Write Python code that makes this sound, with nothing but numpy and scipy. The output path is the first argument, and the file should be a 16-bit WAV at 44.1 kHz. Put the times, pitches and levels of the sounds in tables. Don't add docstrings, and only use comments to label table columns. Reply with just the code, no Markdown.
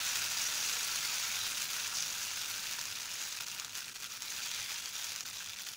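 import sys
import numpy as np
from scipy import signal
from scipy.fft import rfft, irfft, next_fast_len
from scipy.io import wavfile

SR = 44100
rng = np.random.default_rng(int(sys.argv[2]) if len(sys.argv) > 2 else 0)


def store_pcm(level_fs):
    pcm = np.round(np.clip(level_fs, -1, 1) * 32767).astype(np.int16)
    wavfile.write(sys.argv[1], SR, np.atleast_2d(pcm).T)


def volts_from_db(level):
    exponent = np.asarray(level, float) / 20
    return 10 ** exponent


N = 254400
TIME = np.arange(N) / SR

# time in seconds, level in dB, fineness of the bubbles from -1 to 1.
SIZZLE = [(0, -36, -0.78), (.55, -35.5, -0.082), (1.2, -36.5, -0.085), (1.7, -39.5, -1.3), (2.0, -37, 0.75),
          (2.3, -39.5, -0.45), (2.9, -39.5, -0.76), (3.2, -41, -0.038), (3.6, -43, -0.66),
          (3.9, -45, -0.99), (4.15, -43.5, -0.57), (4.35, -39, 0.84), (4.7, -41.5, 0.0056), (5.05, -41, 1),
          (5.35, -42.5, -0.058), (5.74, -46.5, -0.87), (5.77, -54, -0.15)]
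SIZE_HZ = [
    1300,
    2800,
    6000,
    12000,
]
SIZE_DB = [0.56, 0.7, 0, 0.75]
SIZE_FINE_DB = [-1.5, -3, 2, -3]
OIL_SIZE_DB = [-1.5, 1.6, 0.1, 0.5]
# middle in seconds, length in seconds, depth in dB.
LULLS = [(.291, .026, -2.5), (1.672, 0.047, -1.5), (1.928, 0.023, -3.5), (2.527, 0.013, -3.5),
         (2.864, 0.23, -3.5), (3.088, 0.036, -2.5), (3.397, 0.0066, -15.5), (3.456, 0.01, -12),
         (3.677, 0.1, -4.5), (3.91, 0.013, -6.5), (3.938, 0.0093, -19), (3.999, 0.051, -3.5),
         (4.089, 0.016, -7), (4.196, 0.021, -6), (4.817, 0.0066, -7), (4.922, 0.024, -4),
         (5.223, 0.016, -5), (5.245, 0.0072, -25), (5.322, 0.009, -10), (5.555, 0.01, -8),
         (5.642, 0.0089, -3)]
# middle in seconds, length in seconds, rise in dB.
SPURTS = [(0.161, 0.0049, 0), (0.646, 0.042, 1.5), (1.766, 0.023, 3.5), (2.0, 0.024, -1), (2.717, 0.04, 3),
          (3.207, 0.043, 2.1), (3.772, 0.036, 4.5), (3.964, 0.008, 7), (4.049, 0.026, 2.5),
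          (4.44, 0.053, 1), (4.587, 0.013, 4.5), (4.709, 0.037, 3.5), (5.056, 0.047, 3),
          (5.491, 0.18, -0.5), (5.681, 0.13, 1.5), (5.737, 0.0068, 3)]
# middle in seconds, half length in seconds, pitch in Hz, width in Hz, boost in dB.
VENTS = [(0.04, .1, 3730, 400, 3), (.45, 0.058, 6000, 900, 5.5), (.65, 0.084, 6300, 900, 4.5),
         (1.303, 0.13, 6600, 400, 3.5), (1.8, 0.11, 6440, 400, 1), (2.198, 0.12, 6650, 400, 2),
         (1.127, 0.18, 4560, 400, 2.5), (1.276, 0.12, 2270, 400, 6), (1.38, 0.11, 3680, 300, 4),
         (1.497, 0.22, 9700, 500, 4), (1.6, 0.14, 10400, 500, 2), (1.58, .12, 7800, 400, 0),
         (1.993, .07, 5460, 1780, 5.5), (2.283, 0.08, 2830, 300, 5.5), (2.693, 0.13, 2900, 300, 4),
         (3.207, 0.19, 6700, 400, 4.5), (3.643, 0.11, 1140, 400, 7), (3.898, 0.1, 8400, 500, 6),
         (4.484, 0.18, 3270, 250, 5), (4.854, 0.36, 3270, 250, 5.5), (4.65, 0.37, 2230, 450, 4.5),
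         (5.556, 0.16, 3550, 300, 5)]
# time in seconds, peak in dB, pitch in Hz.
POPS = [(0.156, -18, 7100), (0.161, -21, 4000), (0.7352, -22.5, 6500), (1.1697, -33, 6290),
        (1.4661, -20.5, 3680), (1.6202, -20.5, 5950), (1.9699, -21, 5360), (2.0232, -21, 5250),
        (2.791, -21.5, 5450), (2.8125, -20.5, 5590), (2.8539, -21, 6400), (3.3246, -23, 5980),
        (3.371, -24, 4880), (3.4072, -23, 3980), (3.5975, -19.5, 6510), (3.6463, -21.5, 4540),
        (3.7525, -22, 6670), (3.782, -26, 1470), (3.8052, -25, 5870), (3.9579, -28, 4120),
        (4.0238, -27, 7190), (4.0423, -24, 3370), (4.2206, -23, 6040), (4.5136, -22, 3260),
        (4.9541, -25.5, 5800), (4.9935, -26, 3270), (5.0424, -21.5, 6240), (5.1602, -21, 6540),
        (5.2065, -20.5, 5920), (5.666, -26, 2500)]
# frequency in Hz, level in dB per Hz.
COLOUR = [(180, -25), (300, -21), (500, -13), (700, -8.5), (850, -10.5), (1230, -10.5), (1400, -4),
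          (1950, -4), (2400, -2.5), (4000, -2.5), (6600, 0), (8000, -9.5), (12900, -14)]
# frequency in Hz, width in Hz, boost in dB.
PAN_MODES = [(840, 26, 5), (945, 20, 8.5), (1310, 80, 2), (3680, 190, 0.5), (5300, 47, 0)]
# frequency in Hz, gain in dB.
MIC_PORT = [(12900, 0), (13150, -2.5), (13950, -2.5), (14700, 5), (15800, 4)]
# frequency in Hz, level in dB per Hz.
RUMBLE = [(12, -34), (20, -2), (59, -4.5), (103, 1.5), (172, -1), (203, -1), (349, -5.5), (513, -5),
          (600, 0.5), (780, -39), (1320, -120)]
# start in seconds, length in seconds, level in dB.
FLUTTERS = [(0.016, .07, -66), (.16, 0.11, -61), (.41, .055, -78), (0.764, 0.25, -75), (1.24, .1, -65),
            (1.37, .1, -64), (1.5, .1, -64), (1.825, .045, -74), (2.06, .045, -65.5), (2.17, 0.082, -63),
            (2.675, .04, -68), (2.32, .1, -65), (2.5, .1, -63), (2.835, .09, -62), (3.483, 0.11, -66),
            (3.7, .064, -64), (4.163, 0.045, -70), (4.353, .056, -64), (4.57, .08, -60),
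            (5.073, 0.072, -64), (5.26, 0.11, -63), (5.473, .05, -61), (5.698, .035, -67)]
# frequency in Hz, level in dB.
FLARE = [(150, -59), (520, -68)]
# frequency in Hz, level in dB rms.
HUM = [(200, -78.5)]


def boil(per_s=2600, spread_db=2.5, clump_db=0.5, size_clump_db=2.0, hiss_db=-3.0, count=22):
    shared_db = clump_db * wander(166)
    oiled = np.clip((TIME - 4.22) / 0.098, 0, 1)
    fineness = curve(SIZZLE, 2)
    shares_db = np.array([db + fine_db * fineness + oil_db * oiled
                          for db, fine_db, oil_db in zip(SIZE_DB, SIZE_FINE_DB, OIL_SIZE_DB)])
    sunk_db = curve(SIZZLE, 1) - SIZZLE[0][1]
    busy = volts_from_db(1.2 * sunk_db)
    hiss = volts_from_db(hiss_db + 0.26 * sunk_db)
    out = np.zeros(N)
    for pitch_hz in np.geomspace(500, 20000, count):
        when, size = rng.random((2, N))
        strength = volts_from_db(spread_db * np.minimum(-np.log(size + 1e-9), 4.2))
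        clicks = evened(strength * (when < busy * per_s / count / SR) / np.sqrt(busy))
        nearness = np.exp(-(np.log2(pitch_hz / np.array(SIZE_HZ)) / 0.9) ** 2)
        surge = volts_from_db(shared_db + size_clump_db * wander(37) + nearness @ shares_db)
        pulse = burst(pitch_hz, 11.0, 0.3)
        ringing = echoed(pulse, rng.standard_normal(3000), -2.0, -9.5, 0.13)
        out += signal.oaconvolve(clicks * surge, ringing)[:N]
        out += signal.oaconvolve(hiss * rng.standard_normal(N) * surge, pulse)[:N]
    return volts_from_db(sizzle_db()) * evened(out)


def vents(x, small_db=5, small_s=.06, small_width=.025, count=320):
    place, pitch = rng.random((count, 2)).T
    small = [(s, small_s, hz, small_width * hz, small_db)
             for s, hz in zip(place * N / SR, 900 * 16 ** pitch)]
    out = x.copy()
    for s, length, hz, width, db in VENTS + small:
        span = slice(max(round((s - length) * SR), 0), round((s + length) * SR))
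        opening = np.cos(np.pi / 2 * (TIME[span] - s) / length) ** 2
        ring = signal.lfilter(*signal.iirpeak(hz, hz / width, SR), x[span])
        out[span] += (volts_from_db(db) - 1) * opening * ring
    return out


def pops(spray_s=0.0029, spray_db=-19.5, count=50):
    out = np.zeros(N + 8192)
    t = np.arange(2000) / SR
    level_db = sizzle_db() + 11
    low_hz, high_hz = 2500, 7000
    small = []
    for place, loudness, pitch in rng.random((count, 3)):
        s = .01 + 5.7 * place
        db = level_db[int(s * SR)] + 2 * loudness - 1
        small.append((s, db, low_hz * (high_hz / low_hz) ** pitch))
    chance = rng.standard_normal((len(POPS + small), 3, len(t)))
    for (s, db, pitch_hz), (size, gate, room) in zip(POPS + small, chance):
        drive = volts_from_db(spray_db) * abs(size) * (gate > 1.5) * np.exp(-t / spray_s)
        drive[0] = 1
        pop = signal.fftconvolve(drive, echoed(burst(pitch_hz, 4.2, 0.2), room, -4.5, -4.5, 0.11))
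        at = round((s - .0004) * SR)
        out[at:at + len(pop)] += volts_from_db(db + 1.5) * pop / abs(pop).max()
    return out[:N]


def steady_hiss():
    return volts_from_db(-60.0) * evened(signal.oaconvolve(rng.standard_normal(N), burst(9000, 12.0, 1.0))[:N])


def burner(rumble_db=-62, fade_db_per_s=-1.04, drone_rest_db=-84.5, end_fade_s=.04):
    hz = np.fft.rfftfreq(N, 1 / SR)
    noise = rfft(rng.standard_normal((2, N)))
    rumble = irfft(noise[0] * volts_from_db(read(RUMBLE, hz)) / (1 + (hz / 600) ** 6), N)
    drone = irfft(noise[1] / (1 + ((hz - 103) / 8) ** 2), N)
    swells = sum(volts_from_db(db - 2.0) * np.exp(-(2 * (TIME - s) / length - 1) ** 2) for s, length, db in FLUTTERS)
    steady_drone = np.sqrt(2) * drone / abs(signal.hilbert(drone))
    flutter = volts_from_db(drone_rest_db) * evened(drone) + swells * steady_drone
    flare = sum(volts_from_db(db) * np.sin(2 * np.pi * f * TIME) for f, db in FLARE)
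    flare = flare * np.exp(-((TIME - 2.04) / .07) ** 2)
    hum = sum(volts_from_db(db) * np.sqrt(2) * np.sin(2 * np.pi * f * TIME) for f, db in HUM)
    flame = volts_from_db(rumble_db + fade_db_per_s * TIME) * evened(rumble) + flutter + hum + flare
    return flame * np.clip((N / SR - TIME) / end_fade_s, .3, 1)


def burst(pitch_hz, ring_db, octaves):
    hz = np.fft.rfftfreq(4096, 1 / SR)
    pan_db = sum(d / (1 + (2 * (hz - f) / w) ** 2) for f, w, d in PAN_MODES)
    db = read(COLOUR, hz) + read(MIC_PORT, hz) + pan_db
    db = db + ring_db * np.exp(-.5 * (np.log2((hz + 1) / pitch_hz) / octaves) ** 2)
    return shaped(np.maximum(db, -60))


def shaped(db, causal=.3, twist=-1.05, lead=48):
    log_gain = np.log(volts_from_db(np.r_[db, db[-2:0:-1]]))
    phase = -causal * signal.hilbert(log_gain).imag[:len(db)] + twist
    return np.roll(irfft(volts_from_db(db) * np.exp(1j * phase)), lead)[:len(db) // 2]


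def echoed(pulse, chance, tear_db, tail_db, t60):
    t = np.arange(len(chance)) / SR
    taps = chance * volts_from_db(-60 * t / t60) * (t > .0016)
    taps *= volts_from_db(tail_db) / np.linalg.norm(taps)
    taps[0] = volts_from_db(tear_db)
    burst_s = .0008 + .0001 * np.clip(chance[1], -2, 2)
    taps[round(burst_s * SR)] = 1
    return signal.fftconvolve(pulse, taps / np.linalg.norm(taps))


def sizzle_db():
    return curve(SIZZLE, 1) + bumps(LULLS) + bumps(SPURTS)


def bumps(rows, break_share=0.9):
    total = np.zeros(N)
    for s, length, db in rows:
        side = np.where(db * (TIME - s) < 0, break_share, 2 - break_share)
        total += db * np.exp(-.5 * (2 * (TIME - s) / length / side) ** 2)
    return total


def wander(per_s, count=32):
    steps = next_fast_len(N // count + 1)
    hz = np.fft.rfftfreq(steps, count / SR)
    tilt = (hz > 7) / np.sqrt((hz + 1) * (1 + (hz / per_s) ** 4))
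    drift = irfft(rfft(rng.standard_normal(steps)) * tilt, steps)
    return np.interp(np.arange(N) / count, np.arange(steps), evened(drift))


def evened(x):
    return x / np.sqrt(np.mean(x ** 2) + 1e-20)


def curve(rows, column):
    rows = np.array(rows)
    return np.interp(TIME, rows[:, 0], rows[:, column])


def read(points, hz):
    f, value = np.transpose(points)
    return np.interp(np.log(hz + 1), np.log(f + 1), value)


def scene():
    floor = steady_hiss()
    pan = vents(boil()) + pops() + floor
    kitchen = echoed([1.], rng.standard_normal(4000), -40, -19, .1)
    direct = 35
    return (signal.oaconvolve(pan, kitchen)[direct:N + direct] + burner())[None]


def band_limit(x):
    return signal.sosfilt(signal.butter(12, 17090, fs=SR, output="sos"), x)


def record(dry):
    edge = signal.firwin(1023, 15745, window=("kaiser", 10), fs=SR)
    return band_limit(signal.oaconvolve(dry, edge[None], "same"))


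dry = scene()
out = record(dry)
store_pcm(out)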